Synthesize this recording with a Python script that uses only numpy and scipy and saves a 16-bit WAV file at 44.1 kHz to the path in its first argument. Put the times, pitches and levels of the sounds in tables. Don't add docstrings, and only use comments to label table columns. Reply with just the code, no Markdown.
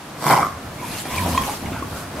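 import sys
import numpy as np
from scipy import signal
from scipy.fft import rfft, irfft
from scipy.io import wavfile
from scipy.ndimage import uniform_filter1d

SR = 44100
rng = np.random.default_rng(int(sys.argv[2]) if len(sys.argv) > 2 else 0)


def store_pcm(level_fs):
    pcm = np.round(np.clip(level_fs, -1, 1) * 32767).astype(np.int16)
    wavfile.write(sys.argv[1], SR, np.atleast_2d(pcm).T)


N = 97020
TIME = np.arange(N) / SR

# time_s, level_db
SNORT_EFFORT = [(.18, -58), (.225, -30.5), (.265, -24), (.3, -18), (.335, -17), (.40, -24), (.44, -24),
                (.495, -32), (.59, -42)]
# time_s, centre_hz
THROAT_SWEEP = [(.3, 870), (.325, 1000), (.39, 820), (.43, 1220), (.55, 1185)]
# centre_hz, width_hz, level_db
THROAT_BANDS = [(714, 200, -2), (1048, 190, 1), (1333, 480, -5.5), (2065, 180, -7.5), (2305, 190, -11)]
# time_s, level_db
THROAT_FADE = [(.43, -1), (.49, -7)]
# frequency_hz, level_db
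CHEST_EQ = [(50, -45), (95, -18), (160, -1), (215, -6), (290, -2), (480, -9.5), (700, -6), (2000, -62)]
# frequency_hz, level_db
NOSE_EQ = [(2200, -15), (3200, 1), (4000, -3.5), (5000, 2.5), (6800, -3), (8100, 0), (10000, -4),
           (12400, 0), (14000, -15), (16000, -32)]
# time_s, level_db
NOSE_SWELL = [(.17, -51), (.23, -33), (.285, -24.5), (.345, -27), (.44, -36), (.54, -50)]
def snort(flutter_hz=120.04, slap_share=.64, sweep_width_hz=190, chest_db=-5.5):
    slaps, puffs = flutter(flutter_hz)
    turbulence = unit((0.58 + puffs) * rng.standard_normal(N))
    drive = slap_share * unit(slaps) + (1 - slap_share) * turbulence
    sweep = resonate(drive, glide(THROAT_SWEEP), sweep_width_hz)
    bands = sum((-1) ** k * amp(db) * resonate(drive, hz, width)
                for k, (hz, width, db) in enumerate(THROAT_BANDS))
    throat = unit(sweep + amp(glide(THROAT_FADE)) * bands) * level(SNORT_EFFORT)
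    chest = coloured(CHEST_EQ, noise() * (.5 + puffs)) * level(SNORT_EFFORT) * amp(chest_db)
    nose = coloured(NOSE_EQ, patchy(noise()) * (0.7 + puffs)) * level(NOSE_SWELL)
    return throat, chest + nose


def flutter(hz, jitter=.2, puff_s=0.0034, spread_db=2.2):
    wander = unit(uniform_filter1d(rng.standard_normal(N), SR // 150))
    flap_count = np.floor(np.cumsum(hz * np.exp(jitter * wander)) / SR)
    slaps = np.diff(flap_count, prepend=0) * amp(spread_db * rng.standard_normal(N))
    return slaps, signal.lfilter([1], [1, -np.exp(-1 / (puff_s * SR))], slaps)


# start_s, peak_s, end_s, level_db, mouth_hz, upper_resonance_db
HOARSE_BREATHS = [(0.77, 0.836, 0.79, -37, 970, -25), (0.743, 0.945, 1.06, -44, 1005, 3.5),
                  (1.022, 1.183, 1.18, -33, 965, 1), (1.236, 1.258, 1.39, -28, 710, -26),
                  (1.446, 1.494, 1.576, -28, 850, -12.5), (1.60, 1.62, 1.85, -35.5, 744, -9),
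                  (1.68, 1.76, 1.86, -37, 1420, -8), (1.863, 1.97, 2.14, -39.5, 1400, -11.5),
                  (2.122, 2.19, 2.44, -37, 1100, -12)]
def breaths(rattle_hz=107.5, steady_flow=0.5, mouth_width_hz=560, upper_hz=2090, upper_width_hz=1300):
    _, puffs = flutter(rattle_hz)
    drive = (steady_flow + puffs) * rng.standard_normal(N)
    upper = unit(resonate(drive, upper_hz, upper_width_hz))
    out = np.zeros(N)
    for start, peak, end, db, mouth_hz, upper_db in HOARSE_BREATHS:
        mouth = unit(resonate(drive, mouth_hz, mouth_width_hz))
        out += swell(start, peak, end, db) * (mouth + amp(upper_db) * upper)
    return out


# start_s, level_db, pitch_hz, brightness_db
JOWL_SMACKS = [(.298, -14, 897, -9), (.302, -8, 776, -5.5), (.321, -8, 1000, -5.5), (.332, -10, 974, -12),
               (.339, -11.5, 830, -9), (.362, -12, 916, -19), (.372, -12, 890, -10),
               (.387, -12.5, 812, -17), (.428, -11, 1214, -33), (1.053, -25, 770, 3),
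               (1.348, -15.5, 1014, -8.5), (1.376, -7.5, 1052, -3.5), (1.435, -27.5, 992, 9.5),
               (1.659, -27.5, 917, 4), (1.729, -32.5, 1154, 5), (1.762, -23.5, 928, -7),
               (1.824, -19, 1110, -13)]
# pitch_ratio, level_db, t60_s
MOUTH_MODES = [(1.8, -8.5, 0.037), (2.35, 1, 0.016), (3.1, -11, 0.065), (6.5, -12.5, 0.029)]
def smacks(ring_s=0.0084, rise_s=0.00096, click_db=-10.5, click_s=0.0038, click_top_hz=4500):
    out, t = np.zeros(N), np.arange(SR // 12) / SR
    attack = 1 - np.exp(-t / rise_s)
    for start, db, hz, bright_db in JOWL_SMACKS:
        ring = np.exp(-(t / ring_s) ** 2) * np.sin(2 * np.pi * hz * t)
        overtones = sum(amp(mode_db - 60 * t / t60) * np.sin(2 * np.pi * hz * ratio * t)
                        for ratio, mode_db, t60 in MOUTH_MODES)
        hiss = unit(filtered(rng.standard_normal(len(t)), click_top_hz, "low"))
        click = amp(click_db) * np.exp(-t / click_s) * hiss
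        add(out, start, amp(db) * attack * (ring + amp(bright_db) * (overtones + click)))
    return out


# time_s, pitch_hz, level_db
GRUNT_CURVES = [
    [(.235, 140.9, -61), (.265, 153.8, -22), (.30, 136.6, -33), (.335, 128.7, -23.5), (.36, 120, -32)],
    [(1.11, 60.13, -41), (1.15, 71.4, -29), (1.2, 90.3, -27), (1.29, 89.7, -24), (1.4, 72.9, -29),
     (1.47, 62.6, -42)],
]
GRUNT_HARMONICS = [-3, -9, -13]
def grunts(jitter=0.0465, shimmer_db=1):
    out = np.zeros(N)
    for curve in GRUNT_CURVES:
        phase, shimmer = waver(curve, jitter, shimmer_db, smooth_samples=SR // 90)
        folds = sum(amp(db) * np.cos(k * phase) for k, db in enumerate(GRUNT_HARMONICS, 1))
        out += unit(folds) * shimmer * level(curve, column=2)
    return out


# time_s, pitch_hz, level_db
WHEEZE_CURVES = [
    [(.775, 2100, -50), (.80, 2230, -45.5), (1.11, 3440, -46)],
    [(.785, 1050, -42), (.84, 970, -31), (.87, 906, -43)],
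    [(1.170, 2560, -38), (1.182, 2410, -22.5), (1.198, 1740, -36)],
]
def wheezes(width_hz=194):
    return sum(unit(resonate(rng.standard_normal(N), glide(curve), width_hz)) * level(curve, column=2)
               for curve in WHEEZE_CURVES)


# time_s, pitch_hz, level_db
WHISTLE_CURVE = [(1.071, 990, -44), (1.151, 1035, -32.5), (1.204, 990, -27.5), (1.301, 975, -38.5),
                 (1.391, 1035, -32), (1.45, 1076, -33)]
def whistle(jitter=.033, shimmer_db=3):
    phase, shimmer = waver(WHISTLE_CURVE, jitter, shimmer_db, smooth_samples=SR // 150)
    return unit(np.sin(phase) * shimmer) * level(WHISTLE_CURVE, column=2)


# start_s, level_db, pitch_hz
CARPET_THUDS = [(.906, -23.5, 203), (1.053, -24, 325), (1.625, -22.5, 240), (1.652, -21.5, 208),
                (1.719, -21.5, 254), (1.822, -21.5, 324)]
def thuds(rise_s=0.0018):
    out, t = np.zeros(N), np.arange(SR // 12) / SR
    push = t / rise_s * np.exp(1 - t / rise_s)
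    for start, db, hz in CARPET_THUDS:
        add(out, start, amp(db) * push * np.sin(2 * np.pi * hz * t))
    return out


# time_s, level_db
RUB_STROKES = [(.74, -49.5), (.86, -37), (1.0, -29), (1.04, -37.5), (1.16, -29.5), (1.53, -31),
               (1.63, -41.5), (1.85, -47), (1.99, -35), (2.1, -49), (2.2, -40.5)]
# frequency_hz, level_db
RUB_EQ = [(300, 1), (1500, 2.5), (4300, 2.5), (6500, 1), (11500, 2), (13000, -1), (15500, -12.5)]
def rubbing(grains_per_s=1800, spread_db=2.8, grain_share=0.41):
    grains = noise() * (rng.random((2, N)) < grains_per_s / SR)
    grains *= amp(spread_db * np.minimum(rng.exponential(1, (2, N)), 4))
    friction = grain_share * unit(grains) + (1 - grain_share) * noise()
    return level(RUB_STROKES) * coloured(RUB_EQ, patchy(friction))


# time_s, rumble_db, padding_db
SCUFFLE_MOVES = [(0, -55, -44), (.22, -54, -34.5), (.42, -40, -34), (.5, -45, -42), (.66, -39, -35),
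                 (.87, -47, -36), (.96, -41.5, -35.5), (1.08, -49, -36.5), (1.27, -31, -26.5),
                 (1.39, -38, -28), (1.58, -44, -37), (1.68, -31.5, -31.5), (1.87, -36.5, -34.5),
                 (1.95, -30.5, -33), (2.02, -41, -35), (2.12, -41.5, -35), (2.2, -35, -28)]
# frequency_hz, level_db
RUMBLE_EQ = [(20, -34), (38, 2), (50, -17), (68, 6.5), (86, 6), (110, 8), (200, -40)]
# frequency_hz, level_db
PADDING_EQ = [(70, -56), (115, -12), (142, -0.5), (185, -5), (260, -4), (420, -13), (700, -11),
              (1300, -19.5), (8000, -39)]
def scuffle():
    rumble = level(SCUFFLE_MOVES, column=1) * coloured(RUMBLE_EQ, noise())
    padding = level(SCUFFLE_MOVES, column=2) * coloured(PADDING_EQ, noise())
    return rumble + padding


# frequency_hz, t60_s
ROOM_DECAY = [(1000, 0.25), (6000, 0.15)]
def reflections(x, echoes_per_s=2500, predelay_s=0.0029):
    size = SR // 2
    taps = rng.standard_normal((2, size)) * (rng.random((2, size)) < echoes_per_s / SR)
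    taps *= TIME[:size] > predelay_s
    hz, t, spectra = signal.stft(taps, SR, nperseg=256)
    decay = amp(-60 * t / at_hz(ROOM_DECAY, hz)[:, None])
    tail = signal.istft(spectra * decay, SR, nperseg=256)[1]
    return signal.fftconvolve(x[None], tail / np.linalg.norm(tail[0]), axes=1)[:, :N]


# frequency_hz, level_db
ROOM_TONE_EQ = [(25, -21), (100, -3.5), (230, -9), (1200, -6.5), (2200, -14.5), (4000, -18), (12000, -24.5),
                (16000, -39)]
def room_tone(level_db=-38):
    return amp(level_db) * coloured(ROOM_TONE_EQ, noise())


# frequency_hz, left_right_correlation
STEREO_IMAGE = [(130, 1), (250, 0.99), (1200, 0.64), (2500, 0.41), (5000, 0.077)]
def coloured(eq, source):
    hz = np.fft.rfftfreq(N, 1 / SR)
    a, b = rfft(source)
    correlation = at_hz(STEREO_IMAGE, hz)
    mid, side = a * np.sqrt(1 + correlation), b * np.sqrt(1 - correlation)
    return unit(irfft(np.array([mid + side, mid - side]) * amp(at_hz(eq, hz)), N))


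def patchy(x, depth_db=2.5, patch_s=0.007, patch_hz=348):
    spectra = signal.stft(x, nperseg=512, noverlap=384)[2]
    field = rng.standard_normal(spectra.shape)
    for axis, steps in ((1, patch_hz * 512 / SR), (2, patch_s * SR / 128)):
        pole = np.exp(-1 / steps)
        field = signal.filtfilt([1 - pole], [1, -pole], field, axis=axis, padtype="even")
    gain = amp(depth_db * np.clip(unit(field + field.mean(0)), -2, 2))
    return signal.istft(spectra * gain, nperseg=512, noverlap=384)[1][:, :N]


def waver(curve, jitter, shimmer_db, smooth_samples):
    pitch_drift, level_drift = (unit(uniform_filter1d(row, smooth_samples)) for row in noise())
    turns = np.cumsum(glide(curve) * (1 + jitter * pitch_drift)) / SR
    return 2 * np.pi * turns, amp(shimmer_db * level_drift)


def resonate(x, hz, width_hz):
    carrier = np.exp(2j * np.pi * np.cumsum(hz * np.ones(N)) / SR)
    r = np.exp(-np.pi * width_hz / SR)
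    return 2 * (carrier * signal.lfilter([(1 - r) ** 2], [1, -2 * r, r * r], x / carrier + 1e-18)).real


def filtered(x, hz, kind):
    return signal.sosfilt(signal.butter(2, hz, kind, fs=SR, output="sos"), x)


def glide(curve):
    return np.interp(TIME, *np.transpose(curve)[:2])


def level(curve, column=1):
    t, db = np.transpose(curve)[[0, column]]
    outside_s = abs(TIME - np.clip(TIME, t[0], t[-1]))
    return amp(np.interp(TIME, t, db) - 900 * outside_s)


def swell(start, peak, end, db):
    return amp(db) * np.sin(np.pi / 2 * np.interp(TIME, [start, peak, end], [0, 1, 0])) ** 2


def at_hz(table, hz):
    f, value = np.transpose(table)
    return np.interp(np.log(hz + 1), np.log(f + 1), value)


def add(mix, start_s, sound):
    part = mix[round(start_s * SR):][:len(sound)]
    part += sound[:len(part)]


def noise():
    return rng.standard_normal((2, N))


def amp(db):
    return 10 ** (np.asarray(db) / 20)


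def unit(x):
    return x / np.sqrt(np.mean(x ** 2) + 1e-20)


def scene(low_cut_hz=163, reflections_db=-8):
    throat, chest_and_nose = snort()
    dog = filtered(throat + breaths() + wheezes() + whistle() + smacks(), low_cut_hz, "high")
    near = dog + thuds()
    echoes = amp(reflections_db) * reflections(near)
    return near + echoes + chest_and_nose + grunts() + rubbing() + scuffle() + room_tone()


def record(dry, top_hz=15750):
    low_pass = signal.firwin(511, top_hz, window=("kaiser", 9), fs=SR)
    return signal.oaconvolve(dry, low_pass[None], "same")


dry = scene()
out = record(dry)
store_pcm(out)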